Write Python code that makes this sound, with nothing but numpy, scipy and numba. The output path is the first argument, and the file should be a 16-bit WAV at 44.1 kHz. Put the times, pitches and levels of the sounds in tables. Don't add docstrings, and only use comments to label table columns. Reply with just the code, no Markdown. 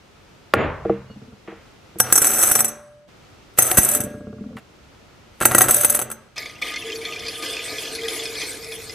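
import sys
import numpy as np
from scipy import signal
from scipy.fft import rfft, irfft
from scipy.io import wavfile
from scipy.ndimage import uniform_filter1d
from numba import njit

SR = 44100
rng = np.random.default_rng(int(sys.argv[2]) if len(sys.argv) > 2 else 0)


def dump(signal):
    limited = np.clip(np.atleast_2d(signal).T, -1, 1)
    pcm = np.round(limited * 32767).astype(np.int16)
    wavfile.write(sys.argv[1], SR, pcm)


def volts_from_db(level):
    exponent = np.asarray(level, float) / 20
    return 10 ** exponent


N = 394254
T = np.arange(N) / SR
DUST = 1e-12 * rng.standard_normal(N)
OPPOSED = np.array([[1], [-1]])

CUTS = [
    3.08,
    4.605,
    6.358,
]
# full from in seconds,
# full to in seconds, ring level in dB, thud in dB re ring, rim level in dB, rim loss in dB per second.
RATTLE = [
    (2.247, 2.49, -24.5, -4.5, 1, 1.5),
    (3.767, 3.917, -33, -0.5, 4, 13),
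    (5.576, 5.765, -32, -7.5, 5.5, -7),
]
RATTLE_RISE_DB_PER_S, RATTLE_FALL_DB_PER_S = 171, 149.5
# time in seconds, peak level in dB, pitch in Hz.
DROPS = [(6.3656, -23.5, 2470), (6.3802, -13.5, 5170), (6.4238, -23, 2270), (6.4567, -21.5, 2220),
         (6.496, -26.5, 2150), (6.5532, -34, 2750), (6.583, -34, 2200), (6.6214, -11.5, 2240),
         (6.721, -25, 2100), (6.7394, -17.5, 2110), (6.76, -15, 2170), (6.8217, -24.5, 2760),
         (6.8992, -22, 2760), (6.9193, -19, 3240), (6.956, -20, 4740), (7.0143, -23, 2340),
         (7.0515, -15, 3510), (7.0808, -29, 2420), (7.1222, -23, 2730), (7.1343, -20, 2490),
         (7.16, -20.5, 2470), (7.1943, -20.5, 3520), (7.2522, -21, 2220), (7.2642, -18.5, 4900),
         (7.2828, -14, 4850), (7.3343, -29, 2370), (7.4236, -17.5, 2440), (7.4593, -17.5, 3130),
         (7.5022, -23.5, 3360), (7.5328, -18, 5200), (7.5662, -18.5, 2685), (7.5908, -21.5, 2470),
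         (7.6534, -29, 2010), (7.6777, -26.5, 3630), (7.721, -23.5, 4260), (7.756, -23.5, 2000),
         (7.7818, -17.5, 3400), (7.836, -47, 2320), (7.855, -20.5, 4250), (7.9117, -27.5, 2920),
         (7.9501, -16, 4340), (7.9842, -26, 1984), (8.0123, -21, 3330), (8.034, -20, 3560),
         (8.0497, -23, 1980), (8.0823, -14.5, 3330), (8.1927, -18.5, 3600), (8.255, -15.5, 5200),
         (8.3516, -20.5, 3350), (8.4168, -16, 3300), (8.5183, -22.5, 3530), (8.626, -28, 4900),
         (8.6437, -21, 5220), (8.7193, -19, 3450), (8.7948, -35.5, 2530), (8.8736, -44, 2400),
         (8.8949, -19.5, 5200)]
# frequency in Hz, width in Hz, level in dB.
AIR = [(455.3, 21, 0), (1230, 28, 12.5), (1713, 49, 8), (2046, 49, 3.5), (2470, 90, 8.5), (3330, 66, -1.5),
       (3540, 68, 6), (4360, 97, 4), (5130, 41, 1.5), (5390, 160, 2), (6070, 110, 1.5), (6920, 250, -6),
       (7600, 310, -10)]


def level(x, db):
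    return x * volts_from_db(db) / np.sqrt(np.mean(x ** 2))


def train(s, size):
    return np.bincount(np.clip(s * SR, 0, N - 1).astype(int), size, N)


def fade(x, t60):
    return signal.lfilter([1], [1, -np.exp(-np.log(1000) / (t60 * SR))], x + 1e-18)


def mode(x, hz, t60):
    r, w = np.exp(-np.log(1000) / (t60 * SR)), 2 * np.pi * hz / SR
    return signal.lfilter([0, r * np.sin(w)], [1, -2 * r * np.cos(w), r * r], x + 1e-18)


def band(x, lo_hz, hi_hz):
    return signal.sosfilt(signal.butter(2, [lo_hz, hi_hz], "band", fs=SR, output="sos"), x + DUST[:x.shape[-1]])


def steep(x, order, hz, side="low"):
    return signal.sosfilt(signal.butter(order, hz, side, fs=SR, output="sos"), x)


def colour(x, table):
    hz, db = np.transpose(table)
    n = 2 ** int(np.ceil(np.log2(N)))
    f = np.arange(n // 2 + 1) * SR / n + 1
    return irfft(rfft(x, n) * volts_from_db(np.interp(np.log(f), np.log(hz), db)), n)[..., :N]


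def walk(rate):
    knots = rng.standard_normal(int(N * rate / SR) + 2)
    return 1.55 * np.interp(T * rate, np.arange(len(knots)), knots)


def hold(rows, rise_db, fall_db):
    below = []
    for row in rows:
        below.append(np.maximum(rise_db * (row[0] - T), 0) + np.maximum(fall_db * (T - row[1]), 0))
    below = np.array(below)
    return -below.min(axis=0), below.argmin(axis=0)


@njit
def bank(at, left, right, pole, n):
    out = np.zeros((2, n))
    for m in range(len(pole)):
        a, b, p = 0j, 0j, pole[m]
        life = int(-12 / np.log(abs(p)))
        for k in range(len(at)):
            a, b = a + left[k, m], b + right[k, m]
            until = at[k + 1] if k + 1 < len(at) else n
            for i in range(at[k], min(until, at[k] + life)):
                out[0, i] += a.imag
                out[1, i] += b.imag
                a, b = a * p, b * p
    return out


def strike(s, db, pan_db, hz, gain_db, t60, turn):
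    order = np.argsort(s)
    mix = rng.standard_normal((len(s), len(hz)))
    mix *= volts_from_db(gain_db) / np.sqrt(np.mean(mix ** 2, axis=1, keepdims=True))
    phase = np.exp(1j * turn * rng.standard_normal(len(hz)))
    left = mix * volts_from_db(db + pan_db / 2)[:, None] * phase
    right = mix * volts_from_db(db - pan_db / 2)[:, None] / phase
    pole = np.exp((2j * np.pi * hz - np.log(1000) / t60) / SR)
    return bank((s[order] * SR).astype(np.int64), left[order], right[order], pole, N)


def ducking(x, top_db, release_s, depth):
    fall = np.exp(-1 / (release_s * SR))
    parts = np.split(np.mean(x ** 2, axis=0), (np.array(CUTS) * SR).astype(int))
    power = np.concatenate([signal.lfilter([1 - fall], [1, -fall], p) for p in parts])
    return (1 + power / volts_from_db(top_db) ** 2) ** -depth


def hum():
    # frequency in Hz, level in dB per Hz.
    spectrum = [(12, -33), (20, -7), (70, 0.5), (122, -0.5), (266, -6), (427, -7), (549, -9), (614, -10),
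                (1160, -14.5), (1300, -11.5), (1580, -16), (2540, -17), (6250, -25), (8300, -31.5),
                (10000, -34.5), (14600, -38), (15500, -38)]
    # time in seconds, level in dB.
    swell = [
        (0, -53.5),
        (1.9, -51.5),
        (3.07, -58),
        (3.09, -51.5),
        (4.6, -53),
        (5.4, -52.5),
        (8.94, -48),
    ]
    mid, side = colour(rng.standard_normal((2, N)), spectrum)
    both = band(mid, 33, 15000) + 0.78 * band(side, 160, 16000) * OPPOSED
    wander = .6 * walk(9)
    return level(both, 0) * volts_from_db(np.interp(T, *np.transpose(swell)) + wander)


def counter():
    # time in seconds, ring level in dB, contact time in ms,
    # room level in dB, favoured frequency in Hz where the foot lands.
    knocks = [
        (.537, -3.5, 0.21, -3.5, 865),
        (.852, -9, 1.22, -22.5, 478),
        (0.896, -2, 1.23, -49, 470),
        (1.478, -23, 1.15, -47, 325),
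        (1.521, -28, 1.15, -47.5, 322),
        (1.958, -24.5, 1.6, -39, 297),
        (3.784, -11, 3.4, -35, 150),
    ]
    # frequency in Hz, level in dB, t60 in seconds.
    slab = [(75.7, -13, 0.14), (131.6, -9.5, 1), (201, 1, 0.33), (319.3, 4.5, 0.16), (366, 9.5, 0.058),
            (462, 6, 0.2), (513, 5, 0.053), (617, 13, 0.025), (800, 6, 0.056), (1135, 12, 0.038),
            (1390, 16.5, 0.037), (2000, 4, 0.023), (2940, 5, 0.012)]
    # time in seconds, level in dB, t60 in seconds.
    scrapes = [
        (.537, 11.5, 0.0083),
        (0.85, -26.5, 0.014),
        (.896, -29.5, 0.029),
        (1.476, -37, 0.54),
        (4.569, -32.5, 0.12),
    ]
    # time in seconds, level in dB, t60 in seconds.
    cracks = [
        (0.539, -15, 0.0054),
        (.545, -42, .05),
        (4.566, -54.5, .1),
        (4.584, -57, .06),
    ]
    soft_hz_ms = 2630
    favour_db_per_octave = 6.5
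    s, ring_db, contact_ms, room_db, favour_hz = np.transpose(knocks)
    ring, scrape, crack = np.zeros((3, N))
    for k in range(len(s)):
        after = slice(int(s[k] * SR), int((s[k] + .4) * SR))
        t = T[after] - T[after.start]
        u = np.clip(t * 1000 / contact_ms[k], 0, 1)
        push = volts_from_db(ring_db[k] - 46.5) * np.sin(np.pi * u) ** 2 / contact_ms[k]
        push = steep(push, 4, min(soft_hz_ms / contact_ms[k], SR / 3))
        ring[after] += volts_from_db(29) * contact_ms[k] ** 3 * push
        for m, (f, d, t60) in enumerate(slab):
            off_db = favour_db_per_octave * abs(np.log2(f / favour_hz[k]))
            ring[after] += (-1) ** m * volts_from_db(d - off_db) * mode(push, f, t60)
    for start, db, t60 in scrapes:
        scrape += fade(train(np.array([start]), [volts_from_db(db)]), t60)
    for start, db, t60 in cracks:
        crack += fade(train(np.array([start]), [volts_from_db(db)]), t60)
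    rasp = rng.standard_normal(N)
    crack = band(crack * rasp, 3000, 13000)
    scrape = band(band(band(scrape * rasp, 340, 3000), 300, 2900), 200, 3000)
    send = band(band(train(s, volts_from_db(room_db - 3.0)), 40, 2500), 30, 2600)
    return band(ring, 46, 9000) + rocking() + crack + scrape, send


def room(x):
    # centre in Hz, t60 in seconds, level in dB.
    octaves = [(74, 0.64, -9.5), (124, 1., 4), (234.4, 0.46, 11.5), (515, 0.49, 12), (1049, 0.64, 0.5),
               (1670, 0.4, 1), (2600, 0.4, -3), (7000, 0.18, -40.5)]
    t = T[:SR]
    noise = rng.standard_normal((3, SR))
    tail = 0
    for f, t60, d in octaves:
        spread = noise[0] + min(f / 900, .4) * noise[1:]
        tail = tail + volts_from_db(d - 60 * t / t60) * band(spread, f / 2.38, f * 1.355)
    swell = 1 - .85 * np.exp(-(t / .07) ** 2)
    return signal.oaconvolve(x[None], tail * swell, axes=1)[:, :N]


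def rocking():
    # tap time in seconds, peak level in dB.
    taps = [(1.1, -28), (1.162, -32), (1.216, -32.5), (1.277, -34), (1.323, -33.5), (3.959, -23),
            (3.995, -18), (4.037, -22.5), (4.068, -22), (4.105, -24), (4.141, -24), (4.171, -28),
            (4.206, -26), (4.237, -28.5), (4.269, -25.5), (4.297, -30), (4.328, -25.5), (4.36, -28.5),
            (4.383, -29), (4.409, -26.5), (4.439, -29), (4.457, -28.5), (4.49, -33), (4.508, -30.5),
            (4.529, -31), (4.551, -25.5)]
    # frequency in Hz, level in dB, t60 in seconds.
    tap_modes = [(208, 0, 0.14), (250.2, -3, 0.14), (299, -3, 0.084), (443.6, 6.5, 0.15), (89.8, -5, 0.075),
                 (127, -8, 0.12), (513, 8.5, 0.12)]
    # time in seconds, length in seconds, pitch in Hz, level in dB.
    squeaks = [
        (0.597, 0.054, 6850, -66),
        (1.114, 0.036, 2874, -62.5),
        (1.11, 0.035, 4400, -71),
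    ]
    s, db = np.transpose(taps)
    mix_db = 4.0 * rng.standard_normal((len(s), len(tap_modes)))
    rock = np.zeros(N)
    for m, (f, d, t60) in enumerate(tap_modes):
        tap = uniform_filter1d(train(s, volts_from_db(db + d - 8.5 + mix_db[:, m])), size=90)
        rock += (-1) ** m * mode(tap, f, t60)
    bright = train(s[::2], volts_from_db(db[::2] - 26.0))
    rock = rock + mode(bright, 1407, 0.037) - mode(bright, 1150, 0.042) + mode(bright, 720, 0.056)
    squeak = np.zeros(N)
    for t, length, f, d in squeaks:
        squeak += volts_from_db(d + 3.4 * walk(60)) * np.exp(-((T - t) / length) ** 2) * np.sin(2 * np.pi * f * T)
    return band(rock, 70, 3000) + squeak


def landings():
    # time in seconds, peak level in dB, thud in dB re peak.
    first = [(2.0009, -1, -8.5), (2.1246, 0.5, -11), (2.1555, -1.5, -13), (2.177, -0.5, -12),
             (2.2179, -4.5, -12), (2.2454, -5.5, -13), (2.2692, -7.5, -12.5), (2.3444, -16, -29.5),
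             (2.3882, -13.5, -18.5), (2.4124, -14, -20), (2.4214, -12, -30), (2.4271, -8, -16),
             (2.4334, -7.5, -11.5), (2.4678, -11, -28), (2.4992, -19, -20.5), (2.5137, -4.5, -12),
             (2.5531, -3.5, -10.5), (2.5905, -8.5, -11.5), (2.6044, -6, -12.5), (2.6454, -8.5, -16),
             (2.6802, -18, -17)]
    second = [(3.5855, -3.5, -13), (3.5883, 2.5, -13), (3.6224, -2.5, -22), (3.6526, -14, -17.5),
              (3.6666, -9.5, -21), (3.7133, -8.5, -6), (3.7714, -4, -10), (3.7753, -1, -14),
              (3.7852, -1, -11.5), (3.7789, 0, -15.5), (3.8131, -11, -26), (3.832, -6, -26),
              (3.8482, -6, -22.5), (3.8883, -6, -17), (3.9136, -10, -27.5), (3.936, -12.5, -22),
              (3.9494, -7.5, -17), (4.004, -12, -12), (4.0368, -21, -24.5)]
    third = [(5.4039, -23, -8.5), (5.4118, -17, 5), (5.415, -13, 1), (5.424, -15, 1), (5.4536, 6.5, -11),
             (5.513, -10, -1.5), (5.5485, 1, -6.5), (5.582, 6, -13.5), (5.6079, -3, -4.5), (5.6161, 6, -20),
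             (5.641, -14, -5), (5.6843, -10, -8), (5.6895, -5, -11.5), (5.695, -10, -4),
             (5.7085, 3.5, -23.5), (5.7436, -1, -23), (5.7634, -6, -24.5), (5.7802, -11, -29),
             (5.8106, -7, -28), (5.834, -7.5, -12.5), (5.8468, 3, -17.5), (5.8982, 0, -22),
             (5.9479, -2.5, -18), (5.9631, -12, -14.5), (5.9912, -10, -11.5), (6.0157, -10, -11),
             (6.101, -23, -8), (6.115, -17, -14.5)]
    faint_leads = [
        (1.986, -30, -25),
        (1.9965, -22, -20),
        (3.5765, -22.5, -7),
    ]
    # full from in seconds, full to in seconds,
    # ring level in dB, thud in dB re ring.
    trickles = [
        (2.03, 2.12, -50, 11.5),
        (2.138, 2.622, -28.5, -8),
        (3.601, 3.759, -30.5, -3),
        (3.8, 3.979, -30, -11.5),
        (5.43, 5.7, -32, -2),
        (5.72, 5.957, -25.5, -16),
    ]
    stone_db, stone_thud_db = -3, 4
    chatter_s, weak_chatter_s_per_db = .006, .0005
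    s, db, thud_db = np.repeat(np.transpose(first + second + third + faint_leads), repeats=4, axis=1)
    late = rng.random(len(s)) * (np.arange(len(s)) % 4 > 0)
    s = s + (chatter_s + weak_chatter_s_per_db * np.clip(-db, 0, 12)) * late
    db = db + stone_db - 6 * late
    slide_db, handful = hold(RATTLE, RATTLE_RISE_DB_PER_S, RATTLE_FALL_DB_PER_S)
    small = np.flatnonzero(rng.random(N) < 600 / SR)
    small = small[slide_db[small] > -40]
    slide = np.array(RATTLE)[handful[small]]
    s = np.r_[s, small / SR]
    db = np.r_[db, slide_db[small] + slide[:, 2] + 1.5 * rng.exponential(size=len(small))]
    thud_db = np.r_[thud_db + stone_thud_db, slide[:, 3]]
    for start, stop, ring_db, low_db in trickles:
        when, size = rng.random((2, 120))
        s = np.r_[s, start + (stop - start) * when]
        db = np.r_[db, ring_db - 3 * np.log(size + .01)]
        thud_db = np.r_[thud_db, low_db + 0 * size]
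    return s, db, thud_db


def glass_wall(s, db, pan_db):
    # frequency in Hz, spread in Hz, level in dB,
    # longest t60 in seconds, loss in dB per second as the heap grows.
    groups = [(5800, 77, -1.5, 0.22, 6.5), (6280, 140, -2, 0.22, 2), (7892, 140, 2.5, 0.18, 2),
              (8890, 120, 0, 0.11, 1), (9500, 130, -5, 0.048, 2.5), (9700, 470, -4, 0.19, 2),
              (9770, 150, -6.5, 0.1, 1.5), (10290, 120, -5.5, 0.083, 0), (10900, 220, -8.5, 0.11, 1),
              (11800, 150, -8, 0.11, 4), (11560, 120, -14, 0.18, 2), (11900, 220, -11.5, .12, 1.5),
              (12160, 180, -5, 0.13, 1), (12200, 340, -10.5, 0.089, 3.5), (13250, 120, -6, 0.12, 1.5),
              (13200, 120, -15.5, .12, 0.077), (13600, 110, -16.5, .12, 0),
                   (13500, 51, -17, 0.1, 0.24), (13900, 380, -15.5, 0.12, 0),
                   (14700, 180, -23, .08, -1.007), (15380, 120, -25.5, .08, -1)]
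    stiffen_per_s = 0.0031
    hz, spread, gain_db, t60, loss_db = np.repeat(np.transpose(groups), repeats=5, axis=1)
    count = len(hz) // 5
    short = np.tile([0.35, 1.0, 0.9, 0.22, 0.12], count)
    gain_db = gain_db - 26.0 - 17 * np.log10(short) - loss_db * (s[:, None] - 2)
    place = np.tile([0.084, 0.31, -0.24, 0.398, -0.36], count)
    hz = hz + spread * (place + 0.13 * rng.standard_normal(len(hz)))
    turn = np.interp(hz, [6000, 8000, 12000], [1.1, .6, .8])
    load = np.searchsorted(CUTS, s)
    ring = np.zeros((2, N))
    for k, row in enumerate(RATTLE):
        on = load == k
        stiff_hz = hz * (1 + stiffen_per_s * (row[0] - 3))
        ring += strike(s[on], db[on], pan_db[on], stiff_hz, gain_db[on], t60 * short, turn)
    return volts_from_db(2) * (volts_from_db(-12) * ring + 0.69 * steep(ring, 4, 5300, "high"))


def stone_grit(s, db, thud_db):
    lead_db, lead_t60_s = -37, .03
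    noise = rng.standard_normal((3, N))
    blows = train(s, volts_from_db(db))
    rub = volts_from_db(-38.0) * fade(blows, 0.083) + volts_from_db(lead_db) * fade(blows[::-1], lead_t60_s)[::-1]
    low = band(band(noise[0] + 0.31 * noise[1:], 1200, 3300), 1400, 3500)
    middle = band(band(noise[1] * OPPOSED + 0.85 * noise[0], 3200, 5400), 3400, 5500)
    high = band(noise[0] + 0.65 * noise[1:], 4700, 14000)
    grit = rub * (low + volts_from_db(-1.5) * high + volts_from_db(-12) * middle)
    dense = band(band(noise[0] + 0.72 * noise[1:], 8700, 14000), 8800, 14100)
    grit = grit + volts_from_db(-26.5 - 1.2 * (T - 8.0)) * fade(blows, 0.048) * dense
    on_stone = fade(train(s, volts_from_db(db + thud_db)), .05)
    return grit + volts_from_db(-36.5) * on_stone * band(noise[0] + .4 * noise[1:], 2000, 5600)


def base_thud(s, db, thud_db, pan_db):
    # frequency in Hz, width in Hz, level in dB.
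    base = [(126.6, 9.3, -2), (223.8, 13, 0), (339, 42, 3), (563, 300, 9), (744, 44, 6.5), (883, 50, -1),
            (1354, 340, 13.5), (1603, 92, 5), (1924, 63, 2.5), (2650, 90, -2.5), (2930, 460, -8.5)]
    hz, width, gain_db = np.transpose(base)
    gain_db = gain_db - 27.5 + 10 * np.log10(width / 60)
    thud = strike(s, db + thud_db, pan_db / 3, hz, gain_db, 4.46 / width, 0.081)
    tick = band(train(s, volts_from_db(db + thud_db + 12.5) * rng.standard_normal(len(s))), 180, 2800)
    return tick + thud


def rim_ring():
    # frequency in Hz, level in dB, t60 in seconds.
    rim_modes = [(591, -32, 1.65), (1635, -40.5, 0.9), (1376, -55, 0.208)]
    touched_s, touch_db_per_s = 5.97, -150
    heap = np.transpose(RATTLE)
    handful = hold(RATTLE, RATTLE_RISE_DB_PER_S, RATTLE_FALL_DB_PER_S)[1]
    blows = train(heap[1], volts_from_db(heap[4]))
    rim = [volts_from_db(d) * mode(blows, f, t60) for f, d, t60 in rim_modes]
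    touch_db = touch_db_per_s * np.clip(T - touched_s, 0, 1)
    loss_db = heap[5][handful] * np.clip(T - heap[1][handful], 0, 1)
    return volts_from_db(touch_db - loss_db) * rim[0] + sum(rim[1:])


def stones():
    s, db, thud_db = landings()
    pan_db = 2 * rng.standard_normal(len(s))
    glass = steep(glass_wall(s, db, pan_db) + stone_grit(s, db, thud_db), 8, 14500)
    return glass, base_thud(s, db, thud_db, pan_db), rim_ring()


@njit
def bubbles(at, hz, cycles, size, pan, glide, n):
    out = np.zeros((2, n))
    for k in range(len(at)):
        length = int(cycles[k] * SR / hz[k])
        z, p = size[k] + 0j, np.exp(2j * np.pi * hz[k] / SR - 5 / length)
        bend = np.exp(4j * np.pi * glide * hz[k] / SR / length)
        for i in range(min(length, n - at[k])):
            v = z.imag * min(6 * i / length, 1.)
            out[0, at[k] + i] += v * pan[k]
            out[1, at[k] + i] += v / pan[k]
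            z, p = z * p, p * bend
    return out


def bubble_cloud():
    at = np.flatnonzero((rng.random(N) < 10000 / SR) & (T > CUTS[-1]))
    chance = rng.random((len(at), 4)).T
    hz = 250 * 32 ** chance[0]
    cycles = (10 + 40 * chance[2]) * np.sqrt(hz / 2000)
    size = volts_from_db(-1.8 * np.log(chance[1] + .01))
    return bubbles(at, hz, cycles, size, volts_from_db(0.28 * (chance[3] + 0.5)), 0.018, N)


def splash(cloud):
    # frequency in Hz, level in dB per Hz.
    spectrum = [(88, -61.5), (150, 8), (300, -14.5), (378, -25), (450, -3.5), (700, -7.5), (850, -21),
                (1230, -40), (1510, -8), (2250, 7.5), (2850, 3.5), (3470, 10), (3820, 3.5), (5000, 6.5),
                (12600, -32.5), (13600, -32), (15000, -97)]
    wash = colour(cloud, spectrum)
    clusters = sum(band(wash, f / 1.2, f * 1.2) * volts_from_db(1.5 * walk(17)) for f in 330 * 1.45 ** np.arange(10))
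    return level(clusters, -5.5)


def air_ring(cloud):
    fill_db_per_octave_s = 4.5
    air = 0
    for f, w, d in AIR[1:]:
        fill_db = fill_db_per_octave_s * (T - 7.6) * np.log2(f / 2600)
        air = air + volts_from_db(d + 2.5 * walk(30) + fill_db) * level(mode(cloud[0], f, 6.9 / w), 0) * np.sqrt(w / 90)
    return level(air, -10.0)


def spray_hiss(fine):
    # centre in Hz, level in dB.
    spray_bands = [(3890, 0), (4950, 0), (6100, -2), (7500, -1), (9000, 1), (10600, 1), (12400, -5)]
    mist = level(band(band(fine[0] + 2.0 * fine[1:], 3600, 14000), 3300, 16000), 4.7)
    hiss = 0
    for f, d in spray_bands:
        hiss = hiss + band(mist, f / 1.146, f * 1.05) * volts_from_db(d + 0.97 * walk(8.9) + 2.0 * walk(45))
    return signal.sosfilt(signal.ellip(6, 1, 40, 13500, fs=SR, output="sos"), hiss)


def loud_drops(fine):
    s, db, hz = np.transpose(DROPS)
    hits = train(s, volts_from_db(db))
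    slap = fade(hits, 0.014) * rng.standard_normal(N)
    burst = band(fade(hits, 0.036) * (fine[0] + fine[1:]), 6500, 11500)
    fizz = band(band(fade(hits, .06) * fine[1:], 13600, 15000), 13500, 15100)
    ping = band(sum(volts_from_db(d) * mode(slap, f, 5.4 / w) for f, w, d in AIR[3:]), 1040, 7400)
    out = volts_from_db(-6) * band(slap, 3200, 6500) + volts_from_db(-24.5) * burst + volts_from_db(-40) * fizz + volts_from_db(-42) * ping
    s, db, hz = np.repeat(np.transpose(DROPS), repeats=4, axis=1)
    chance = rng.random((len(s), 3)).T
    at = ((s + .012 * chance[0] ** 2) * SR).astype(np.int64)
    hz = hz * (.96 + 0.089 * chance[1] ** 3)
    return out + bubbles(at, hz, 24 + 40 * chance[2], volts_from_db(db - 6.5), np.ones(len(s)), 0.008, N)


def water():
    # time in seconds, splash level in dB.
    stream = [
        (6.62, -41.5),
        (6.9, -41.5),
        (7.35, -40.5),
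        (7.7, -38),
        (8.1, -39),
        (8.45, -39),
        (8.65, -47),
        (8.94, -45.5),
    ]
    # time in seconds, splash level in dB.
    gushes = [
        (6.358, -43.5),
        (6.375, -40),
        (6.615, -34.5),
        (6.76, -47),
        (7.26, -41),
        (7.423, -34),
        (8.08, -39.5),
        (8.41, -39.5),
        (8.71, -44.5),
    ]
    # time in seconds, level in dB.
    mouth_db = [
        (6.36, -44),
        (6.62, -80),
        (6.88, -33.5),
        (7.28, -39.5),
        (7.5, -40.5),
        (7.9, -40.5),
        (8.08, -32.5),
        (8.5, -41),
        (8.94, -44),
    ]
    gush_rise_s, gush_t60_s = 0.0022, 0.72
    start, db = np.transpose(gushes)
    gush = fade(train(start + gush_rise_s / 2, volts_from_db(db)), gush_t60_s)
    gush = uniform_filter1d(gush, int(gush_rise_s * SR))
    flow = np.hypot(gush, volts_from_db(np.interp(T, *np.transpose(stream))) * (T > stream[0][0]))
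    gulps_db = 0.5 * walk(11)
    tone = volts_from_db(np.interp(T, *np.transpose(mouth_db)) - 8.5 + gulps_db) * (T > start[0])
    spray_db = -8 + 3 * (T - start[0]) + 1.1 * walk(42)
    cloud = bubble_cloud()
    broad = splash(cloud)
    mouth_hz, mouth_width = AIR[0][:2]
    mouth = level(band(mode(cloud[0] * volts_from_db(walk(25)), mouth_hz, 4.9 / mouth_width), 298, 540), 0)
    fine = (rng.random((3, N)) < 9000 / SR) * volts_from_db(1.2 * rng.exponential(size=(3, N)))
    fine = fine * rng.standard_normal((3, N))
    bass = np.roll(broad[0] + tone / (flow + 1e-6) * mouth, shift=300)
    wide = volts_from_db(-25) * band(bass, 120, 1000) * OPPOSED
    pour = broad + wide + air_ring(cloud) + volts_from_db(spray_db) * spray_hiss(fine)
    return flow * volts_from_db(0.71 * walk(18)) * pour + tone * mouth + loud_drops(fine)


def scene():
    knock, send = counter()
    glass, thud, rim = stones()
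    body = knock + thud[0]
    across = volts_from_db(-19) * band(np.roll(body, shift=40), 250, 800)
    across = across + volts_from_db(-30) * band(np.roll(body, shift=11), 600, 2800)
    near = knock + glass + thud + across * OPPOSED
    near = near * ducking(near, -20.5, 0.055, 0.2) * volts_from_db(3.5)
    near = near + rim * ducking(near, -32.5, 0.09, 0.17)
    far = room(send + volts_from_db(-37) * thud[0] + volts_from_db(-29.5) * glass[0])
    for cut in CUTS:
        after = (T >= cut) & (T < cut + .4)
        near[:, after], far[:, after] = 0, 0
    return near + far + hum() * ducking(near, -21.0, 0.81, 0.88) + water()


def top_cut(x):
    return signal.sosfilt(signal.butter(12, 15640, fs=SR, output="sos"), x)


def record(dry):
    top = signal.ellip(8, .3, 50, 15600, fs=SR, output="sos")
    rounded = np.tanh(1.157 * dry) / np.tanh(1.1)
    return top_cut(signal.sosfilt(top, rounded))


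dry = scene()
out = record(dry)
dump(out)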